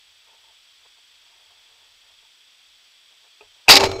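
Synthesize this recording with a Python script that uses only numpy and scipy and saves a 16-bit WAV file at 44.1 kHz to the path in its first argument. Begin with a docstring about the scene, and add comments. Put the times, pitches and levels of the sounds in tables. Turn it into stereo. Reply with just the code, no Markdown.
"""A quiet clearing: one shot from a compound bow, heard through a camera fixed to it.
The camera hisses and whines, the hand creaks and rumbles on the grip, the release ticks.
String and limbs slam home: the mount chatters in bursts of tiny impacts and overloads the
microphone. String, cables and riser ring on as decaying modes while loose fittings buzz."""
import sys
import numpy as np
from scipy import signal
from scipy.fft import rfft, irfft
from scipy.io import wavfile
from scipy.ndimage import uniform_filter1d

SR = 44100
rng = np.random.default_rng(int(sys.argv[2]) if len(sys.argv) > 2 else 0)


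def generate_wav(signal):
    """Clip the signal to [-1, 1] and save it as 16-bit WAV at the path in sys.argv[1]."""
    frames = np.transpose(np.atleast_2d(signal))
    scaled = np.clip(frames, -1, 1) * 32767
    pcm = np.round(scaled).astype(np.int16)
    wavfile.write(sys.argv[1], SR, pcm)


N = 176400
T = np.arange(N) / SR
AGE_S = np.arange(SR // 2) / SR  # clock of one event
SHOT_S = 3.6825

# bow frame response: freq_hz, level_db
FRAME_BODY = [(30, -22), (110, -20), (180, -20.5), (280, -5.5), (350, -8.5), (420, 1), (510, -6),
              (600, 0.5), (700, -4), (880, 2), (1150, -11), (1700, -17), (3000, -32), (16000, -63)]
# string leaving the catch: pitch_hz, level_db, t60_s
CATCH_MODES = [(2560, 0, .042), (2760, -5, .03), (762, -8, .038)]
CATCH_RISE_S = 0.0018


def amp(db):
    """Decibels to gain."""
    return 10 ** (np.asarray(db) / 20)


def unit_rms(x):
    """Scale to rms 1."""
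    return x / np.sqrt(np.mean(x ** 2) + 1e-20)


def add(mix, start_s, sound):
    """Mix in place."""
    part = mix[round(start_s * SR):][:len(sound)]
    part += sound[:len(part)]


def at_freq(points, hz):
    """Interpolate over log frequency."""
    freq_hz, value = np.transpose(points)
    return np.interp(np.log(hz + 1), np.log(freq_hz + 1), value)


def envelope(points):
    """Gain curve from time_s, level_db."""
    return amp(np.interp(T, *np.transpose(points)))


def flicker(depth_db, samples, smooth_samples):
    """Randomly wavering gain; depth is rms."""
    return amp(depth_db * unit_rms(uniform_filter1d(rng.standard_normal(samples), smooth_samples)))


def noise(spectrum):
    """Shaped noise, rms 1."""
    gain = amp(at_freq(spectrum, np.fft.rfftfreq(N, 1 / SR)))
    return unit_rms(irfft(rfft(rng.standard_normal(N)) * gain, N))


def through(x, body, size=4096):
    """Minimum-phase body filter, unit energy."""
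    log_gain = np.log(amp(at_freq(body, abs(np.fft.fftfreq(size, 1 / SR)))))
    response = np.fft.ifft(np.exp(np.conj(signal.hilbert(log_gain)))).real[:size // 2]
    return signal.oaconvolve(x, response / np.linalg.norm(response))[:len(x)]


def contacts(strength, rate_hz=6000):
    """Tiny random impacts following a strength curve."""
    polarity = np.sign(rng.random(len(strength)) - .5)
    hits = rng.random(len(strength)) < rate_hz / SR
    return strength * unit_rms(polarity * hits)


def burst(delay_s, fade_s, attack_s=0.00075, hold_share=0.48):
    """Quick attack, short hold, exponential fade."""
    age_s = np.maximum(AGE_S - delay_s, 0)
    return np.minimum(age_s / attack_s, 1) * np.exp(-np.clip(age_s / fade_s - hold_share, 0, 20))


def ring(modes, rise_s, sag=0, sag_s=0.099):
    """Modes swell and decay; pitch starts sharp by the fraction sag, then settles."""
    clock_s = AGE_S + sag * sag_s * (1 - np.exp(-AGE_S / sag_s))
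    tones = sum(amp(db - 60 * AGE_S / t60_s) * np.sin(2 * np.pi * (hz * clock_s + rng.random()))
                for hz, db, t60_s in modes)
    return np.minimum(AGE_S / rise_s, 1) * tones


def camera_hiss():
    """Steady resonant hiss, wider in the top treble."""
    # noise floor: freq_hz, density_db
    spectrum = [(20, -28), (150, -30), (320, -25), (450, -22), (900, -18), (1500, -14.5), (2200, -11),
                (2650, -7.5), (2900, -9), (3330, 0), (3800, -8), (4250, -11), (4650, -7.5), (5100, -12),
                (5700, -12), (6400, -20), (7600, -19), (8800, -23), (9700, -28), (15500, -30)]
    # left-right likeness: freq_hz, coherence
    likeness = [(50, .9), (1000, 1), (4000, 1), (8000, 0.97), (15000, .55)]
    coherence = np.clip(at_freq(likeness, np.fft.rfftfreq(N, 1 / SR)), 0, 1)
    mid = noise(spectrum)
    side = irfft(rfft(noise(spectrum)) * np.sqrt((1 - coherence) / (1 + coherence)), N)
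    return amp(-55) * np.array([mid + side, mid - side])


def camera_whine(pulsed_hz=7860, steady_hz=8250, pulse_rate_hz=30.03, duty=.55):
    """Faint electronics: one pulsing tone, one steady."""
    gate = uniform_filter1d(1. * ((T * pulse_rate_hz - .23) % 1 < duty), size=60)
    pulsed = amp(-66.5) * gate * np.sin(2 * np.pi * pulsed_hz * T)
    return pulsed + amp(-80) * np.sin(2 * np.pi * steady_hz * T)


def hand():
    """The hand rumbles as it holds the bow and creaks in tiny slips on the grip."""
    # grip creaks: start_s, length_s, level_db
    creaks = [(.24, .16, -63), (0.374, 0.18, -66), (0.8, 0.04, -67), (0.844, 0.032, -60.5),
              (0.95, .06, -66), (1.133, 0.63, -67.5), (1.678, 0.3, -67.5), (1.997, 0.17, -68.5),
              (2.21, 0.064, -70.5), (3.096, 0.064, -67), (3.218, .07, -64.5), (3.523, 0.12, -65.5),
              (3.653, 0.029, -62)]
    # grip response: freq_hz, level_db
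    grip_body = [(100, -23), (330, -21.5), (430, -4), (520, -8.5), (720, 0), (790, -9), (900, 5),
                 (1000, -4), (1400, -9.5), (2000, -16), (2600, -7), (4000, -36), (16000, -63)]
    # hand rumble: freq_hz, density_db
    rumble_spectrum = [(10, -18), (27, 2.5), (45, -15), (62, -14), (86, 1), (115, -20), (400, -45)]
    # rumble envelope: time_s, level_db
    rumble_levels = [(0, -80), (.5, -81), (.65, -85), (1.3, -81), (1.8, -81), (2.15, -76), (2.35, -92),
                     (2.8, -84), (3.38, -91), (3.44, -69), (3.6, -83)]
    rub = np.zeros(N)
    for start_s, length_s, db in creaks:
        add(rub, start_s, amp(db) * np.sin(np.pi * np.arange(0, length_s, 1 / SR) / length_s))
    slips = contacts(rub * flicker(2.6, N, smooth_samples=900))
    return through(slips, grip_body) + noise(rumble_spectrum) * envelope(rumble_levels)


def release(tick_s=3.4075, slip_lead_s=.0045):
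    """The release ticks; its catch starts to slip just before letting go."""
    # release tick: pitch_hz, level_db, t60_s
    tick_modes = [(2490, -38.5, 0.042), (2720, -42, 0.04), (424, -45, .12), (694, -52.5, .12),
                  (877, -45.5, 0.062), (1260, -46, 0.045), (1610, -52, .03)]
    tick = ring(tick_modes, rise_s=0.0032)
    thud = through(contacts(amp(-55.5) * burst(0, fade_s=0.026)), FRAME_BODY)
    out = np.zeros(N)
    add(out, tick_s, tick + thud)
    add(out, SHOT_S - slip_lead_s, amp(-26) * ring(CATCH_MODES, CATCH_RISE_S))
    return out


def swing():
    """Low rumble as the bow kicks and swings in the hand."""
    # swing rumble: freq_hz, density_db
    spectrum = [(15, -4), (28, -1), (38, -12), (55, -5), (110, 0.5), (145, -18), (300, -34), (2000, -84)]
    # swing envelope: time_s, level_db
    levels = [(3.68, -68), (3.69, -33), (3.73, -56), (3.79, -50), (3.835, -28.5), (3.9, -34), (4.0, -39.5)]
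    return noise(spectrum) * envelope(levels) * (T > SHOT_S)


def buzz(rise_s=0.12, t60_s=0.67, shudder_hz=30.3, shudder_db=3):
    """Loose fittings buzz as the bow shudders."""
    # fittings response: freq_hz, level_db
    fittings_body = [(30, -28), (170, -21), (280, 1), (450, 0), (620, -0.5), (900, -11.5), (1250, -9),
                     (1550, -20.5), (2400, -14), (3100, -21.5), (4100, -18), (5000, -24), (7000, -25),
                     (10000, -42), (16000, -55)]
    shudder = amp(-13 - 60 * AGE_S / t60_s + shudder_db * np.sin(2 * np.pi * shudder_hz * AGE_S))
    return through(contacts(shudder * np.minimum(AGE_S / rise_s, 1)), fittings_body)


def twang():
    """String and cables sag in pitch as their swing dies; the metal rings at steady pitch."""
    # string and limbs: pitch_hz, level_db, t60_s
    string_modes = [(96, -33, 1.5), (287, -20, .55), (383.2, -11, .76), (461, -24, 0.94),
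                    (590, -18.5, 0.54), (668, -25, 0.98)]
    # cables: pitch_hz, level_db, t60_s
    cable_modes = [(783.5, -12.5, 0.44), (857, -15, 0.45), (1082, -19.5, 0.45), (1227, -25, 0.59)]
    # riser and cams: pitch_hz, level_db, t60_s
    metal_modes = [(2267, -17, 0.53), (2325, -23, 0.5), (4134, -20, .64), (5470, -25, .6), (6450, -32, .78),
                   (6800, -36, .6), (7014, -39, .6)]
    waver = flicker(2.5, len(AGE_S), smooth_samples=600)
    string = ring(string_modes, rise_s=0.16, sag=0.0596)
    cables = ring(cable_modes, rise_s=.025, sag=0.0397)
    metal = ring(metal_modes, rise_s=0.12)
    return waver * (string + cables + metal)


def knocks():
    """Bursts of contacts: the frame thuds, the camera shell clacks, the metal mount chatters."""
    # knocks through the bow: start_s, thud_db, clack_db, chatter_db, fade_s
    hits = [(3.682, -11.5, -14.5, -30, 0.0054), (3.6899, -22, -2.5, -4, 0.0022),
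            (3.694, -10, -3, -15, .012), (3.7046, -26, -8.5, 0, .011), (3.720, -25, -17, -14, .013),
            (3.735, -24, -14, -17.5, .011), (3.7548, -24, -13.5, -1.5, 0.0037),
            (3.765, -21.5, -12, -7.5, .004), (3.7685, -20, -11, -6.5, 0.0054),
            (3.7983, -17.5, -23, -32, .007), (3.8063, -30, -16, -20, .002),
            (3.812, -23.5, -30, -32.5, 0.014), (3.829, -16.5, -33, -43, 0.011),
            (3.8365, -24.5, -19.5, -29, 0.0037), (3.84, -26, -19, -25, 0.0042),
            (3.853, -31, -24.5, -26, 0.0096), (3.9145, -28, -29.5, -33, 0.0037)]
    # camera shell response: freq_hz, level_db
    shell_body = [(200, -28.5), (900, -6.5), (1700, -4), (2300, 0), (2800, 1.5), (3300, -5), (3900, -1.5),
                  (5500, -10), (7500, -10.5), (8800, -20.5), (16000, -30.5)]
    # mount response: freq_hz, level_db
    mount_body = [(300, -37.5), (2500, -17), (3400, -12.5), (3850, -3.5), (4200, -11), (4680, 1),
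                  (5100, -3), (5800, -15), (7500, -23), (9000, -29), (16000, -36)]
    out = np.zeros(len(AGE_S))
    for part, body in enumerate([FRAME_BODY, shell_body, mount_body]):
        strength = sum(amp(levels_db[part]) * burst(start_s - SHOT_S, fade_s)
                       for start_s, *levels_db, fade_s in hits)
        out += through(contacts(strength), body)
    return out


def bow_shot(ring_delay_s=.008):
    """The catch snaps; the bow knocks, swings, twangs and buzzes."""
    out = swing()
    add(out, SHOT_S, ring(CATCH_MODES, CATCH_RISE_S) + knocks())
    add(out, SHOT_S + ring_delay_s, twang() + buzz())
    return out


def scene():
    """Stereo mix; the shot differs between the microphone ports only in its treble."""
    shot = bow_shot()
    roughened = np.diff(shot, prepend=0) * rng.standard_normal(N)
    fizz = 0.07 * np.diff(roughened, prepend=0)
    side = 0.1 * np.gradient(shot) + fizz
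    return np.array([shot + side, shot - side]) + hand() + release() + camera_hiss() + camera_whine()


def record(dry):
    """Microphone overload on the shot, then a low-pass."""
    ceiling, knee, cutoff_hz = 0.91, 10, 15600
    clipped = dry / (1 + abs(dry / ceiling) ** knee) ** (1 / knee)
    low_pass = signal.firwin(255, cutoff_hz, window=("kaiser", 8), fs=SR)
    return signal.oaconvolve(clipped, low_pass[None], "same")


dry = scene()
out = record(dry)
generate_wav(out)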